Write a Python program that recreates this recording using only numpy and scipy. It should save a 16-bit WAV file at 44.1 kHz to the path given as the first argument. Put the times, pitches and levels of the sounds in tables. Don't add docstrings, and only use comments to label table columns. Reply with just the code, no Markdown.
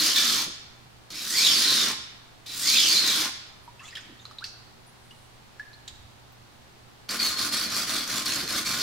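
import sys
import numpy as np
from scipy import signal
from scipy.fft import rfft, irfft
from scipy.io import wavfile
from scipy.ndimage import uniform_filter1d

SR = 44100
rng = np.random.default_rng(int(sys.argv[2]) if len(sys.argv) > 2 else 0)


def pcm_store(signal):
    levels = np.round(np.clip(np.atleast_2d(signal), -1, 1) * 32767)
    wavfile.write(sys.argv[1], SR, levels.astype(np.int16).T)


N = 388962
TIME = np.arange(N) / SR

# (start [s], length [s], swell [s], hiss [dB], pressure [dB], ring [dB], first place, last place)
SWEEPS = [(-.04, 0.22, 0.049, -28.5, -40.5, -2, 0.656, 0.48),
          (0.142, 0.33, 0.019, -29.5, -44, -1, 0.81, .97), (1.103, .85, 0.28, -29, -41.5, 1, 0.027, 1.006),
          (2.46, 0.85, .21, -29, -43, 1, 0.098, 1.034)]
# (best place, reach [edge lengths], pitch there [Hz], glide [octaves per edge], width [Hz], level [dB])
GLIDING_TONES = [(.08, 0.16, 4000, -0.5, 600, 7), (.04, 0.13, 2340, 1.5, 300, 0),
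                 (.28, 0.07, 7600, -4, 900, 2.5), (0.397, .11, 2500, 3.5, 150, 3.5),
                 (0.43, 0.12, 3780, -3, 590, 11), (.51, .07, 5550, 2.5, 900, 4.5),
                 (0.705, 0.2, 4110, -1.02, 640, 11.5), (.80, 0.39, 1480, -2.3, 260, -9),
                 (1.0, 0.069, 890, -2, 200, -1), (0.79, 0.064, 6100, 2.8, 1300, 0)]
# (pitch [Hz], width [Hz], level [dB])
STEADY_TONES = [(1850, 200, -24), (2337, 60, -5), (2700, 74, -15), (3213, 190, -4), (3536, 60, 1),
                (3780, 64, -11), (4290, 187, -0.5), (4660, 27, -5), (5020, 200, -2.5), (5170, 60, -17),
                (5410, 52, -1), (6620, 120, -2)]
# (time [s], boost [dB])
CATCHES = [(2.92, 6), (2.96, 4)]
# (start [s], hiss [dB], ring added to the hiss level [dB])
STROKES = [(7.087, -36.5, 2), (7.187, -35, 7.5), (7.351, -37.5, 7), (7.511, -36, 8.5), (7.688, -35.5, 6),
           (7.862, -35.5, 7), (8.06, -36.5, 3), (8.245, -37, 3), (8.462, -36.5, 5), (8.644, -36.5, 4)]
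# (pitch [Hz], width [Hz], level [dB])
TIP_TONES = [(1218, 88, -17), (2380, 180, -17), (3670, 160, -20), (4350, 238, -2.5), (4580, 115, -7.5),
             (4960, 71, -11), (5340, 310, -14)]
HEEL_TONES = [(1720, 130, -10.5), (2340, 120, -12.5), (3590, 430, 3)]
HOLDER_TONES = [(235.4, 15, -13.5), (276, 34, -15), (313.6, 11.3, -15), (1060, 38, -12), (1441, 48, -8.5)]
# (frequency [Hz], level [dB])
SWEEP_GRIT = [(900, -40), (1800, -18), (2800, -7), (3400, 1.5), (4500, 5.5), (5800, 6.5), (7000, 4),
              (8500, 1), (10500, 0.5), (12800, -3), (15500, -7)]
SWEEP_RUMBLE = [(50, -50), (110, -7), (210, 1), (320, 2.5), (490, -6.5), (650, -6.5), (800, -12), (980, -9),
                (1150, 0.5), (1450, 1), (1900, 1.5), (2400, -1.5), (3000, 1), (6000, -35)]
TIP_GRIT = [(900, -15), (1800, 1.5), (2800, 1), (3400, 7.5), (4500, 6.5), (5800, 6.5), (7000, 2.5),
            (8500, 0.5), (10500, -0.5), (12800, -3), (15500, -9)]
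TIP_RUMBLE = [(30, -17), (65, -7.5), (130, -1.5), (210, 2), (320, 0.5), (490, -6.5), (670, -4), (810, -8.5),
              (1000, -6.5), (1150, 0.5), (1450, 2), (1900, -3.5), (3000, -7.5), (6000, -28)]
# (time [s], level [dB], time to fade 60 dB [s])
TOUCHES = [(1.105, -42, .04), (2.460, -51, 0.04), (7.091, -23, 0.028), (7.384, -27, 0.14),
           (7.542, -31, 0.055), (8.257, -21, 0.088), (8.658, -25.5, 0.22)]
# (time [s], level [dB])
KNOCKS = [(.465, -41), (1.12, -47.5), (1.985, -48.5), (2.94, -42), (7.66, -39.5), (8.426, -35)]
# (time [s], level [dB], pitch [Hz], rise [octaves per s], swell [s], splash [dB])
DROPS = [(3.677, -41, 935, 3.4, 0.0018, -20), (3.793, -42.5, 2630, 3, .003, -13),
         (3.8, -48, 1047, 3.2, 0.011, -12), (3.841, -47, 1230, 1.8, 0.0027, -14),
         (3.854, -47.5, 3400, 2.4, .003, -2), (3.879, -42, 2460, 12, 0.0054, -7),
         (3.924, -42, 1770, 10, 0.0048, -10), (3.953, -36, 2940, 11, 0.0076, -1.5),
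         (3.97, -38, 1730, 13, 0.0017, -1), (3.973, -40, 3290, 3.5, .005, -11),
         (4.192, -49, 3570, 2.16, .007, -9), (4.253, -35, 3910, 17, 0.00096, -17),
         (4.253, -47.5, 1160, 34, 0.0008, -2.5), (4.311, -38.5, 1130, 27, .001, -11),
         (4.384, -30.5, 3660, 24, 0.0028, -18), (4.408, -36, 1020, 27.4, 0.02, -14),
         (4.441, -35, 4150, 15, 0.0023, 0), (4.439, -39, 2560, 12, .0015, -17),
         (5.108, -45.5, 2810, 3.7, .0015, -9), (5.595, -31, 1673, 3.1, 0.0027, -18),
         (5.73, -47, 3900, 8, 0.01, -9), (5.878, -35.5, 3590, 23, 0.0018, -4)]
# (frequency [Hz], level [dB])
SPRAY_SPECTRUM = [(500, -25), (1200, -3), (3000, 5), (5000, 4), (7500, -8), (9500, -11), (15000, -21)]
# (start [s], length [s], level [dB], centre [Hz], width [Hz])
SWISHES = [(3.622, 0.05, -65, 11100, 1200), (3.746, 0.43, -54.5, 2420, 2620),
           (3.812, 0.11, -52.5, 6700, 2500), (3.998, 0.032, -55, 6370, 1200),
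           (4.033, 0.14, -54.5, 278, 130), (4.18, .1, -64, 6700, 1200), (4.43, 0.086, -48, 5350, 2500),
           (4.852, 0.061, -61, 10100, 1200), (4.9, .5, -68.5, 8950, 3410),
           (5.876, 0.014, -42.5, 6760, 2200), (5.88, 0.24, -53.5, 74.4, 45), (6.318, .02, -62, 14800, 2000)]
# (frequency [Hz], level [dB])
HUM_TONES = [(119, -58.5), (67, -67.5), (385, -72.5)]
AIR_SPECTRUM = [(20, -6), (30, -5), (45, -15), (70, -7), (150, -10), (210, -9.5), (330, -13.5),
                (550, -15.5), (800, -13), (1200, -16), (2500, -21), (4300, -21), (5400, -25.5),
                (15500, -37.5)]
# (frequency [Hz], likeness [0 to 1])
CLOSE_LIKENESS = [(100, 0.91), (250, 1), (1200, 1), (3000, 0.78), (5500, 0.72), (8500, 0.12), (14000, 0.28)]
AIR_LIKENESS = [(30, 0.2), (120, 0.4), (220, 0), (400, 0.02), (10000, 0)]
# (frequency [Hz], time to fade 60 dB [s])
ROOM_FADE = [(200, 0.33), (700, 1), (1800, 1), (4500, 0.76), (8000, 0.56), (15000, 0.18)]
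# (frequency [Hz], level [dB])
ROOM_LEVEL = [(150, -12.5), (700, -8.5), (2000, -6), (5000, -5), (9000, -7), (15000, -8)]
# (delay [s], level [dB])
ECHOES = [(.0013, -35), (.0031, -26), (.0052, -25), (.0094, -15)]
# (frequency [Hz], left minus right [dB])
BALANCE = [(40, -2.5), (110, -2.5), (200, -0.5), (1300, -0.8), (4400, -0.4), (9000, 0.3)]


def long_sweeps(wobble_octaves=0.032, choke_db=-11, heel_damping_db=-4):
    hiss, pressure, ring, place = sweep_motion()
    grains = friction(grains_per_s=3300, size_db=2, smooth=1, chatter_db=1.2, chatter_hz=150)
    drive = ring * grit_patches(grains, patchy_db=3.5)
    gliding = np.zeros((2, N))
    for best, reach, hz, glide, width, db in GLIDING_TONES:
        pitch = hz * 2 ** (glide * (place - best) + wobble_octaves * wander(60))
        gliding += resonate(drive * gain_of(db) * hump(place, best, reach), pitch, width)
    free = gain_of(choke_db * hump(place, centre=.235, reach=.085))
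    damped = gain_of(heel_damping_db * np.clip(2 * place - 1, 0, 1))
    chatter = friction(grains_per_s=5000, size_db=2, smooth=1, chatter_db=2.7, chatter_hz=120)
    steady = ring_tones(free * damped * ring * grit_patches(chatter, patchy_db=2), STEADY_TONES)
    fine_grains = friction(grains_per_s=5000, size_db=-3.5, smooth=0.48, chatter_db=1, chatter_hz=139)
    rasp = resonate(free * hiss * fine_grains, hz=4600, width=2600)
    steel = gain_of(-4.5) * gliding + gain_of(-5.5) * steady + gain_of(2.5) * rasp
    return (scrape(hiss, pressure, SWEEP_GRIT, SWEEP_RUMBLE) + steel) * gain_of([[-1.3], [-.5]])


def sweep_motion(sag_db_per_s=6, release_s=.13, unload_s=0.0065, heel_db=8):
    hiss, pressure, ring, place = np.zeros((4, N))
    for start, length, swell_s, hiss_db, pressure_db, ring_db, first, last in SWEEPS:
        age = TIME - start
        along = first + (last - first) * np.clip(age / length, 0, 1)
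        landing = np.clip(1 - age / swell_s, 0, 1)
        lift, unload = ((age >= 0) * np.sin(np.pi / 2 * np.clip((end - age) / release_s, 0, 1))
                        for end in (length, length - unload_s))
        slide = lift * gain_of(hiss_db - 20 * landing - sag_db_per_s * np.maximum(age - swell_s, 0))
        hiss += slide
        ring += slide * lift ** 0.21 * gain_of(ring_db)
        load = gain_of(pressure_db - 13.5 * landing + heel_db * (along - .5))
        pressure = np.maximum(pressure, unload ** 0.55 * load)
        place = np.where(age >= 0, along, place)
    slowed = gain_of(-4 * hump(TIME, centre=3.025, reach=.05))
    caught = gain_of(sum(db * hump(TIME, when, reach=0.0098) for when, db in CATCHES))
    return hiss * slowed, pressure, ring * slowed * caught, place


def short_strokes(last_end_s=8.96, turn_db=-16, pressure_db=-40):
    pull, push = (0.55, 0.001), (0.19, 0.0067)  # (share spent speeding up, run-on [s])
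    hiss, pressure, ring = np.zeros((3, N))
    turns = [row[0] for row in STROKES[1:]] + [last_end_s]
    for k, ((start, hiss_db, ring_db), turn) in enumerate(zip(STROKES, turns)):
        peak, run_on = push if k % 2 else pull
        end = turn + run_on
        progress = np.interp(TIME, [start, start + (end - start) * peak, end], [0, .5, 1])
        speed = np.abs(np.sin(np.pi * progress)) ** 0.72
        slide = (TIME >= start) * (TIME < end + .01) * np.maximum(speed, gain_of(turn_db))
        hiss = np.maximum(hiss, slide ** 0.9 * gain_of(hiss_db + 2.5))
        pressure = np.maximum(pressure, slide ** 0.51 * gain_of(pressure_db))
        ring = np.maximum(ring, slide ** .85 * gain_of(hiss_db + ring_db))
    grains = friction(grains_per_s=3500, size_db=2, smooth=.7, chatter_db=2, chatter_hz=150)
    steel = ring_tones(ring * grit_patches(grains, patchy_db=4.5), TIP_TONES)
    return (scrape(hiss, pressure, TIP_GRIT, TIP_RUMBLE) + steel) * gain_of([[-.9], [-.7]])


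def scrape(hiss, pressure, grit_spectrum, stone_spectrum):
    fine = friction(grains_per_s=7000, size_db=-1.5, smooth=0.99, chatter_db=2, chatter_hz=131)
    scratch = colour(hiss * grit_patches(fine, patchy_db=2.5), grit_spectrum, band_hz=(6500, 15000))
    coarse = friction(grains_per_s=4000, size_db=2.5, smooth=0.65, chatter_db=-0.37, chatter_hz=80)
    load = pressure * grit_patches(coarse, patchy_db=0.44)
    rumble = colour(load, stone_spectrum, band_hz=(150, 1600))
    return scratch + gain_of(1.5) * rumble + ring_tones(load, HOLDER_TONES)


def friction(grains_per_s, size_db, smooth, chatter_db, chatter_hz):
    hits = rng.random(N) < grains_per_s / SR
    size = hits * gain_of(size_db * np.minimum(rng.exponential(1, N), 4))
    force = (unit_level(size) + smooth) * gain_of(chatter_db * wander(chatter_hz))
    return spread(unit_level(force * rng.standard_normal((2, N))), CLOSE_LIKENESS)


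def grit_patches(sound, patchy_db):
    bands = signal.stft(sound, nperseg=512)[2]
    patches = uniform_filter1d(rng.standard_normal(bands.shape[1:]), 4, axis=0)
    patches = uniform_filter1d(patches, 9, axis=1)
    flare = unit_level(gain_of(patchy_db * unit_level(patches)))
    return signal.istft(bands * flare, nperseg=512)[1][:, :N]


def blade_touches(tick_db=-7):
    force = jolts(TOUCHES)
    return ring_tones(force, TIP_TONES) + gain_of(tick_db) * colour(force, TIP_GRIT)


def stone_knocks(fade_s=0.22):
    force = jolts([(start, db, fade_s) for start, db in KNOCKS])
    return resonate(force, hz=260, width=330)


def heel_bite(start_s=0.156, rise_s=0.01, fade_s=0.43, force_db=-22):
    age = TIME - start_s
    force = np.clip(age / rise_s, 0, 1) * gain_of(force_db - 60 * np.maximum(age, 0) / fade_s)
    grains = friction(grains_per_s=4000, size_db=1.5, smooth=1, chatter_db=1.5, chatter_hz=140)
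    return ring_tones(force * grains, HEEL_TONES)


def water_drops(bubble_fade_s=0.12, splash_fade_s=0.084, spray_db=2.5, gurgle_db=2.5):
    bubbles, spray = np.zeros((2, 2, N))
    t = np.arange(SR // 5) / SR
    for start, db, hz, rise, swell, splash_db in DROPS + swirl_bubbles():
        pitch = hz * 2 ** np.minimum(rise * t, 1)
        fade_s = 1 / (1 / bubble_fade_s + abs(rise) / 0.77) + swell
        loudness = np.minimum(t / swell, 1) ** 2 * gain_of(-60 * np.maximum(t - swell, 0) / fade_s)
        tone = 1.59 * loudness * np.sin(2 * np.pi * np.cumsum(pitch) / SR)
        noise = 0.77 * rng.standard_normal(len(t)) + .5 * rng.standard_normal((2, len(t)))
        splash = noise * gain_of(splash_db - 60 * t / splash_fade_s)
        gurgle = gain_of(gurgle_db) * resonate(splash, hz * 1.09, width=0.38 * hz)
        add(bubbles, start, gain_of(db) * (tone + gurgle))
        add(spray, start, gain_of(db + spray_db) * splash)
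    return (bubbles + colour(spray, SPRAY_SPECTRUM)) * gain_of([[-3.2], [-1.8]])


def swirl_bubbles(count=9, start_s=3.79, end_s=4.02, low_hz=1042, high_hz=6100):
    return [(start_s + (end_s - start_s) * when, -46.5, low_hz * (high_hz / low_hz) ** pitch,
             7.2, .003, -12) for when, pitch in rng.random((count, 2))]


def wet_swishes():
    mix = np.zeros((2, N))
    noise = spread(rng.standard_normal((2, N)), CLOSE_LIKENESS) * gain_of(1.5 * wander(60))
    for start, length, db, hz, width in SWISHES:
        part = noise[:, round(start * SR):][:, :round(length * SR)]
        soft_ends = signal.windows.tukey(part.shape[-1], .7)
        add(mix, start, gain_of(db) * unit_level(resonate(part, hz, width)) * soft_ends)
    return mix


def air_and_hum(air_db=-52.5):
    air = gain_of(air_db) * colour(spread(rng.standard_normal((2, N)), AIR_LIKENESS), AIR_SPECTRUM)
    hum = sum(gain_of(db + 1.5 * wander(6)) * np.sin(2 * np.pi * hz * TIME + .3 * wander(4))
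              for hz, db in HUM_TONES)
    return (air + hum) * gain_of([[-.2], [.2]])


def room(sound, tail_db, echoes_per_s=4000):
    echoes = rng.standard_normal((2, SR)) * (rng.random((2, SR)) < echoes_per_s / SR)
    echoes *= TIME[:SR] > .008
    hz, t, bands = signal.stft(echoes, SR, nperseg=256)
    fade_s = read_curve(ROOM_FADE, hz)[:, None]
    fade = gain_of(tail_db + read_curve(ROOM_LEVEL, hz)[:, None] - 60 * t / fade_s)
    fade *= np.sqrt(2 * np.log(1000) / fade_s)
    response = signal.istft(bands * fade, SR, nperseg=256)[1] / np.linalg.norm(echoes[0])
    for delay, db in ECHOES:
        add(response, delay, gain_of(db) * np.array([1, 2, 1]) / 4)
    return sound + signal.fftconvolve(sound, response, axes=1)[:, :N]


def jolts(rows):
    force, t = np.zeros((2, N)), np.arange(SR // 5) / SR
    for start, db, fade_s in rows:
        add(force, start, rng.standard_normal(len(t)) * gain_of(db - 60 * t / fade_s))
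    return force


def resonate(sound, hz, width):
    spin = np.exp(2j * np.pi * np.cumsum(hz * np.ones(sound.shape[-1])) / SR)
    decay = np.exp(-np.pi * width / SR)
    ring = signal.sosfilt([[(1 - decay) ** 2, 0, 0, 1, -2 * decay, decay * decay]], sound / spin + 1e-18)
    return 2 * (spin * ring).real / np.sqrt((1 - decay) / 2)


def ring_tones(sound, tones):
    f = np.fft.rfftfreq(N, 1 / SR)
    response = sum(gain_of(db) * np.sqrt(2 * SR / (np.pi * width)) / (1 + 2j * (f - hz) / width) ** 2
                   for hz, width, db in tones)
    return irfft(rfft(sound) * response, N)


def colour(noise, spectrum, band_hz=(0, SR)):
    f = np.fft.rfftfreq(N, 1 / SR)
    gain = gain_of(read_curve(spectrum, f))
    inside = (f >= band_hz[0]) & (f <= band_hz[1])
    return irfft(rfft(noise) * gain / np.sqrt(np.mean(gain ** 2 * inside)), N)


def spread(pair, likeness):
    same = np.clip(read_curve(likeness, np.fft.rfftfreq(N, 1 / SR)), -1, 1)
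    mid, side = rfft(pair) * np.sqrt([(1 + same) / 2, (1 - same) / 2])
    return irfft(np.array([mid + side, mid - side]), N)


def wander(hz):
    f = np.fft.rfftfreq(N, 1 / SR)
    return unit_level(irfft(rfft(rng.standard_normal(N)) / (1 + (f / hz) ** 4), N))


def hump(x, centre, reach):
    return np.exp(-((x - centre) / reach) ** 2)


def gain_of(db):
    return 10 ** (np.asarray(db) / 20)


def unit_level(x):
    return x / np.sqrt(np.mean(x ** 2) + 1e-20)


def read_curve(points, hz):
    f, value = np.transpose(points)
    return np.interp(np.log(hz + 1), np.log(f + 1), value)


def add(mix, start_s, sound):
    part = mix[:, max(round(start_s * SR), 0):][:, :sound.shape[-1]]
    part += sound[..., :part.shape[-1]]


def scene():
    knife = long_sweeps() + short_strokes() + blade_touches() + stone_knocks() + heel_bite()
    return room(knife, tail_db=0.5) + room(water_drops() + wet_swishes(), tail_db=1.5) + air_and_hum()


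def record(dry, cutoff_hz=15830):
    lean_db = read_curve(BALANCE, np.fft.rfftfreq(N, 1 / SR)) / 2
    heard = irfft(rfft(dry) * gain_of([lean_db, -lean_db]), N)
    treble_cut = signal.firwin(511, cutoff_hz, window=("kaiser", 9), fs=SR)
    return signal.oaconvolve(heard, treble_cut[None], "same")


dry = scene()
out = record(dry)
pcm_store(out)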